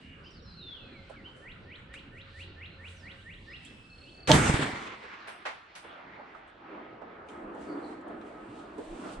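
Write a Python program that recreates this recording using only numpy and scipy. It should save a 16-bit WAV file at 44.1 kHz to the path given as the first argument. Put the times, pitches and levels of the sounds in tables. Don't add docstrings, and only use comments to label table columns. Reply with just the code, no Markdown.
import sys
import numpy as np
from scipy import signal
from scipy.io import wavfile

SR = 44100
rng = np.random.default_rng(int(sys.argv[2]) if len(sys.argv) > 2 else 0)


def output_pcm(signal):
    pcm = np.clip(np.atleast_2d(signal).T, -1, 1) * 32767
    wavfile.write(sys.argv[1], SR, np.round(pcm).astype(np.int16))


N = 405719
T = np.arange(N) / SR


def undb(db):
    return 10 ** (np.asarray(db) / 20)


def at_hz(table, hz):
    frequencies, values = np.transpose(table)
    return np.interp(np.log(hz), np.log(frequencies), values)


def band(x, hz, width, order=1):
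    low = max(hz - width / 2, hz / 4)
    high = min(low + width, .48 * SR)
    return signal.sosfilt(signal.butter(order, [low, high], "bandpass", fs=SR, output="sos"), x)


def noise(shape, hz, width):
    x = band(rng.standard_normal(shape), hz, width, order=2)
    return x / np.sqrt(np.mean(x ** 2))


def flutter(rate, size):
    knots = 1.12 * rng.standard_normal(int(size * rate / SR) + 2)
    return np.interp(np.arange(size) * rate / SR, np.arange(len(knots)), knots)


def pan(db):
    return undb([[db / 2], [-db / 2]])


def add(out, start_s, x):
    i = int(start_s * SR)
    out[..., i:i + x.shape[-1]] += x[..., :N - i]


def diffuse(spectrum, start_s, end_s, envelope_db, flicker_db, octaves=.33):
    # frequency_hz, correlation
    coherence = [(60, 1), (130, 0.92), (290, 1), (640, 0.2), (1410, 0), (3100, 0.6), (6820, 0),
                 (15000, 0.05)]
    a, b = int(start_s * SR), min(int(end_s * SR), N)
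    low, high = spectrum[0][0], spectrum[-1][0]
    centres = low * 2 ** np.arange(octaves / 2, np.log2(high / low), octaves)
    weights = undb(at_hz(spectrum, centres)) * np.sqrt(centres)
    out = np.zeros((2, N))
    for hz, weight in zip(centres, weights / np.linalg.norm(weights)):
        mid, side = noise((2, b - a), hz, hz * octaves * np.log(2))
        alike = at_hz(coherence, hz)
        pair = np.sqrt((1 + alike) / 2) * mid + np.sqrt((1 - alike) / 2) * side * [[1], [-1]]
        out[:, a:b] += weight * pair * undb(envelope_db(hz, T[a:b]) + flicker_db * flutter(14, b - a))
    return out


def reverberate(x, t60_s, wet_db, hz, width):
    t = np.arange(int(t60_s * SR)) / SR
    response = band(rng.standard_normal((2, len(t))), hz, width) * undb(-60 * t / t60_s)
    response /= np.linalg.norm(response[0])
    return x + undb(wet_db) * signal.fftconvolve(np.atleast_2d(x), response, axes=1)[:, :N]


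def field():
    # time_s, level_db
    contour = [(0, -53), (4.3, -55), (4.901, -68), (6.6, -68), (7.999, -63), (9.2, -58)]
    # frequency_hz, relative_density_db
    spectrum = [(13, -38), (22, -7.5), (87, 0), (407, -11), (680, -18), (844, -25.5), (966, -20),
                (1450, -16.5), (1950, -22), (2840, -23), (3930, -28.5), (6230, -70), (8850, -36),
                (14000, -67)]
    times, levels = np.transpose(contour)
    return diffuse(spectrum, 0, N / SR, lambda hz, t: np.interp(t, times, levels),
                   flicker_db=3.7, octaves=.5)


def bird_buzzes():
    # start_s, end_s, centre_hz, width_hz, level_db
    calls = [(0, 0.17, 2860, 120, -60.5), (0.234, 0.303, 4900, 800, -64.5), (0.439, 0.698, 4130, 250, -59),
             (0.749, 1.044, 4060, 300, -67), (2.198, 2.62, 4000, 900, -67), (3.42, 4.2, 5220, 80, -78.5),
             (2.66, 2.794, 4080, 150, -68.5), (3.414, 3.575, 3800, 1600, -65), (0, 0.238, 2340, 302, -66),
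             (0.54, .75, 2740, 200, -67), (7.67, 7.75, 4490, 350, -66), (7.82, 7.89, 4220, 448, -64)]
    out = np.zeros(N)
    for start, end, hz, width, db in calls:
        buzz = noise(int((end - start) * SR), hz, width)
        add(out, start, undb(db) * buzz * np.hanning(len(buzz)) ** .31)
    return out


def clothes():
    # peak_s, level_db, swell_s, fade_s
    rustles = [(.01, -70, 0.011, 0.25), (.31, -74, .025, 0.12), (.57, -80, .03, .04),
               (1.1, -63.5, 0.013, 0.073), (1.37, -67, 0.034, .32), (1.94, -55.5, 0.0081, 0.078),
               (2.18, -70, 0.091, .11), (2.41, -56.5, 0.085, .07), (2.9, -60, 0.094, 0.36),
               (3.2, -69.5, .17, 0.9), (3.66, -61, 0.074, 0.28), (4.17, -67.5, 1, 0.23),
               (6.38, -76, 0.13, .055), (6.48, -72.5, .013, 0.051), (7.3, -64, 0.035, 0.22),
               (7.62, -61, .1, 0.27), (7.92, -64.5, 0.31, 0.14), (8.08, -74.5, .04, 0.33),
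               (8.27, -68, .11, 0.36), (8.6, -62, 0.26, 0.17), (8.78, -63, 0.012, 1),
               (9.14, -53.5, 0.44, 0.078)]
    # frequency_hz, relative_density_db
    spectrum = [(1500, -4), (3000, 3.5), (5000, -5.5), (6300, -7.5), (8500, 0), (10500, -10),
                (14000, -20.5)]
    power = sum(undb(db - 20 * np.maximum((peak - T) / swell, (T - peak) / fade)) ** 2
                for peak, db, swell, fade in rustles)
    level_db = 10 * np.log10(power + 1e-12)
    return diffuse(spectrum, 0, N / SR, lambda hz, t: level_db, flicker_db=1.2, octaves=.3315)


def whistle(out, contour, at_s=0., db=0., pitch_ratio=.98):
    times, pitches, levels = np.transpose(contour)
    t = np.arange(times[0], times[-1], 1 / SR)
    ramps = np.clip(np.minimum(t - t[0], t[-1] - t) / .0022, 0, 1)
    gain = np.sqrt(2) * ramps * undb(db + np.interp(t, times, levels) + 2.5 * flutter(90, len(t)))
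    phase = 2 * np.pi * np.cumsum(pitch_ratio * np.interp(t, times, pitches)) / SR
    add(out, at_s + t[0], gain * np.sin(phase))


def bird_whistles():
    # time_s, nominal_pitch_hz, level_db
    fall = [(0.42, 5804, -67), (0.533, 4670, -68), (0.632, 3770, -52.5), (0.731, 3435, -49),
            (0.806, 2734, -63), (0.934, 2434, -65), (0.998, 2140, -59), (1.05, 2100, -78)]
    # offset_s, nominal_pitch_hz, relative_db
    chip = [(0, 2700, -0.5), (.024, 3195, 0.5), (.052, 2920, -18)]
    # start_s, level_db
    chips = [(.245, -55), (1.24, -52)]
    # start_s, length_s, nominal_first_hz, nominal_last_hz, level_db
    glides = [(.305, .105, 5950, 3750, -64), (1.16, .055, 2400, 1850, -57), (2.96, .115, 6445, 3950, -68),
              (3.14, .1, 1610, 1600, -64), (3.5, .04, 5170, 5170, -65), (3.58, .23, 2670, 2690, -64),
              (3.84, .11, 2690, 2660, -63), (3.98, .26, 2670, 2680, -66)]
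    # offset_from_end_s, nominal_pitch_hz, relative_db
    sweep = [(-.105, 1754, -13), (-.08, 1801, -4.5), (-.055, 1976, -0.5), (-.04, 2339, 0), (-.028, 2755, 1),
             (-.016, 2950, -1.5), (-.006, 3430, -3.5), (0, 4250, 0.5)]
    sweep_ends = [1.523, 1.762, 1.996, 2.219, 2.439, 2.664, 2.888, 3.121, 3.344, 3.569]
    # offset_from_end_s, nominal_pitch_hz, relative_db
    rise = [(-.08, 2722, -1.5), (-.04, 2993, 4.5), (-.02, 3500, 4.5), (0, 4400, -8)]
    # end_s, level_db
    rises = [(3.24, -68), (3.4, -68), (3.69, -65), (4.12, -67)]
    out = np.zeros(N)
    whistle(out, fall)
    for start, db in chips:
        whistle(out, chip, start, db)
    peak_share, bend = .73, 1.3
    for start, length, first_hz, last_hz, db in glides:
        peak_hz = first_hz * (last_hz / first_hz) ** (peak_share ** bend)
        contour = [(0, first_hz, -3), (peak_share * length, peak_hz, 0), (length, last_hz, -2)]
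        whistle(out, contour, start, db)
    for end, jitter in zip(sweep_ends, rng.standard_normal(len(sweep_ends))):
        whistle(out, sweep, end, db=-52, pitch_ratio=1 + .01035 * jitter)
    for end, db in rises:
        whistle(out, rise, end, db)
    return out


def drones():
    # centre_hz, width_hz, start_s, end_s, level_db
    hums = [(87.5, 8.2, 2, 3.56, -54.5), (543.2, 8.7, 0.7, 3.5, -68), (1450, 230, 0.5, 3.34, -67),
            (1272, 28, 6.5, 8.8, -61), (294.6, 30, 7.5, 8.05, -43.5), (304.9, 48, 7.3, 10, -53.5)]
    fade_s = .2
    return sum(undb(db) * noise(N, hz, width) * np.clip(np.minimum(T - start, end - T) / fade_s, 0, 1)
               for hz, width, start, end, db in hums)


def small_parts():
    # start_s, knock_db, knock_hz, tick_db, left_minus_right_db
    impacts = [(1.097, -42.5, 557, -71, -5), (1.939, -42.5, 1950, -56, 2), (3.65, -61, 2610, -51, -6),
               (5.845, -47.5, 600, -90, 0), (6.195, -47, 600, -90, -2), (6.348, -44, 1060, -82, -3.5),
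               (7.016, -41, 618, -91, -9.5), (7.287, -50, 2950, -61.5, 8), (7.548, -42, 484.4, -67, -1.5),
               (7.612, -46.5, 301, -63.5, -1), (8.011, -60, 433, -71, -2), (8.081, -49, 374, -67, -6),
               (8.213, -52, 2400, -76, -1), (8.781, -34, 350, -60, -1), (9.041, -43, 323, -64, -2.0)]
    out = np.zeros((2, N))
    t = np.arange(int(.06 * SR)) / SR
    for start, knock_db, hz, tick_db, pan_db in impacts:
        knock = noise(len(t), hz, .58 * hz) * np.exp(-t * hz / 7.3) * np.clip(t * hz, 0, 1)
        tick = noise(len(t), 8400, 2900) * np.exp(-t / .0041)
        add(out, start, (undb(knock_db) * knock + undb(tick_db) * tick) * pan(pan_db))
    return reverberate(out, t60_s=.11, wet_db=-.5, hz=3100, width=9000)


def hand_bumps():
    # start_s, level_db
    bumps = [(1.449, -48.5), (7.399, -56.5), (8.859, -44), (9.149, -37)]
    out = np.zeros(N)
    t = np.arange(int(.12 * SR)) / SR
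    for start, db in bumps:
        add(out, start, undb(db) * np.sin(2 * np.pi * 28.5 * t) * np.hanning(len(t)))
    return out


def bird_trill():
    # offset_s, nominal_pitch_hz, relative_db
    chip = [(0, 4550, -6), (.004, 4448, 0.5), (.009, 4350, -2), (0.015, 4066, -8)]
    start_s, period_s = 3.898, .0275
    out = np.zeros(N)
    for k, jitter in enumerate(rng.standard_normal(14)):
        db = -61 + .6 * k + 1.3 * jitter
        whistle(out, chip, start_s + k * period_s, db, pitch_ratio=1 + .0027 * (k - 7))
    return out


def birds():
    whistles, trill = bird_whistles(), bird_trill()
    trees = dict(t60_s=.7, hz=3500, width=5000)
    far = reverberate(whistles + bird_buzzes(), wet_db=-5, **trees)
    return far + reverberate(trill, wet_db=-8, **trees)


def blast():
    # start_s, direct_db, porch_drive_db, length_s
    arrivals = [(4.2735, -24.5, -22, 0.00027), (4.2943, -36, -4.5, 0.0014), (4.3, -32, 0.5, .0014),
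                (4.3068, -20, 0.5, 0.0012), (4.3165, 1.5, 6, 0.00023), (4.3175, -3, -16, 0.00018),
                (4.4972, -17, -26, 0.0008), (4.498, -10.5, -26, 0.0063), (4.541, -15, -29, 0.0086),
                (4.594, -22, -18, 0.0033), (4.735, -34, -39, 0.01)]
    # frequency_hz, width_hz, gain_db
    modes = [(144.8, 8.3, 15.5), (288, 40, 5), (510, 33, 2), (610, 19, 11.5), (680, 4.7, 1), (886.4, 16, 5),
             (1091, 21, 0.5), (3328, 720, 2.5), (6260, 500, -7)]
    direct, drive = np.zeros((2, N))
    for start, direct_db, drive_db, length in arrivals + early_reflections():
        cycle = np.arange(0, 1, 1 / (length * SR))
        pulse = -np.sin(2 * np.pi * cycle) * (1 - .88 * cycle)
        add(direct, start, undb(direct_db) * pulse)
        add(drive, start, undb(drive_db) * pulse)
    ring = sum(undb(db) * band(drive, hz, width) for hz, width, db in modes)
    return reverberate(direct + ring, t60_s=.06, wet_db=-9, hz=3600, width=5600) * pan(-2)


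def early_reflections(count=8):
    place, size = rng.random((count, 2)).T
    progress = (np.arange(count) + place) / count
    start_s = 4.278 + .043 * progress
    direct_db = -35 + 14.5 * progress
    length_s = .00058 * (.5 + size)
    return list(zip(start_s, direct_db, direct_db + 13.5, length_s))


def tree_scatter():
    # frequency_hz, relative_density_db
    spectrum = [(24, -43.5), (40, -8.5), (80, -1.5), (132, -3), (174, -2), (390, -8), (484, -13.5),
                (704, -12), (2060, -14), (2770, -20.5), (6000, -27.5), (8300, -20), (10500, -28),
                (15500, -32)]
    # frequency_hz, t60_s
    decay_times = [(40, 1), (120, 0.87), (240, 1.19), (1000, 1.77), (2700, 1.8), (5400, 1.21),
                   (11000, 0.72)]
    start_s, rise_s = 4.274, .076
    clumps_db = 1.7 * flutter(45, N)

    def envelope_db(hz, t):
        age = t - start_s
        past_peak = np.maximum(age - rise_s, 0)
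        rise_db = 8.3 * np.log10(np.clip(age / rise_s, .1, 1))
        early_db = 2.5 * np.exp(-past_peak / .035)
        decay_db = 60 * past_peak / at_hz(decay_times, hz)
        return -20 + rise_db + early_db - decay_db + clumps_db[:len(t)]
    return diffuse(spectrum, start_s, start_s + 4.2, envelope_db, flicker_db=2.5)


def hill_echoes():
    # time_s, level_db
    swells = [(5.0, -69), (5.116, -68.5), (5.26, -60), (5.68, -66.5), (5.82, -67.5), (5.85, -55),
              (6.03, -59), (6.17, -53.5), (6.54, -60.5), (6.659, -54.5), (6.72, -47.5), (6.98, -51.5),
              (7.05, -48.5), (7.29, -52), (7.33, -45), (7.66, -42.5), (7.79, -38.5), (8.04, -49.5),
              (8.11, -40.5), (8.31, -46), (8.76, -49.5), (9.0, -46.5), (9.05, -40), (9.2, -47.5)]
    # frequency_hz, relative_density_db
    spectrum = [(59, -49), (100, -35), (136, -21.5), (205, -8), (248, -7.5), (294, -2), (518, -10.5),
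                (636, -7.5), (927, -11.5), (1280, -12.5), (2680, -28.5), (4000, -43), (6000, -61),
                (7800, -85.5), (13200, -120)]
    times, levels = np.transpose(swells)
    knee_hz = 377

    def envelope_db(hz, t):
        level_db = np.interp(t, times, levels)
        tilt_db_per_octave = np.maximum(7.5 - 2.5 * (t - times[0]), 1.37)
        tilt_db_per_octave -= .22 * (level_db + 54)
        return level_db + tilt_db_per_octave * np.log2(max(hz / knee_hz, 1))
    return diffuse(spectrum, times[0], times[-1], envelope_db, flicker_db=2.43)


def spent_case():
    # start_s, ring_db, tick_db, knock_db
    bounces = [(5.273, -56, -56, -39.5), (5.452, -62, -76, -29.5), (5.752, -57.5, -49, -45.5)]
    # frequency_hz, relative_db, t60_s
    modes = [(7920, -14, .2), (8270, -2, .4), (9080, -12, .12), (10000, 0, .42), (10440, -3, .3),
             (13550, -7, .3), (14000, -4, .4)]
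    t = np.arange(int(.5 * SR)) / SR
    stereo = (2, len(t))
    out = np.zeros((2, N))
    for start, ring_db, tick_db, knock_db in bounces:
        ring = sum(undb(db - 60 * t / t60) * noise(stereo, hz, width=150) for hz, db, t60 in modes)
        tick = noise(stereo, 3100, 4900) * undb(-60 * t / .31)
        knock = noise(stereo, 1360, 1630) * undb(-60 * t / .29) * np.clip(.23 + t / .015, 0, 1)
        add(out, start, undb(ring_db) * ring + undb(tick_db) * tick + undb(knock_db) * knock)
    return out


def scene():
    shot = blast() + tree_scatter() + hill_echoes()
    mix = shot + drones() + birds() + spent_case() + clothes() + small_parts() + hand_bumps() + field()
    return mix * pan(-1.24)


def record(dry):
    mic_edge_hz, leak_db, top_hz = 9370, -22, 15700
    mic = signal.sosfilt(signal.butter(5, mic_edge_hz, fs=SR, output="sos"), dry) + undb(leak_db) * dry
    clipped = np.clip(mic, -.95, .95)
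    return signal.sosfilt(signal.ellip(10, .2, 80, top_hz, fs=SR, output="sos"), clipped)


dry = scene()
out = record(dry)
output_pcm(out)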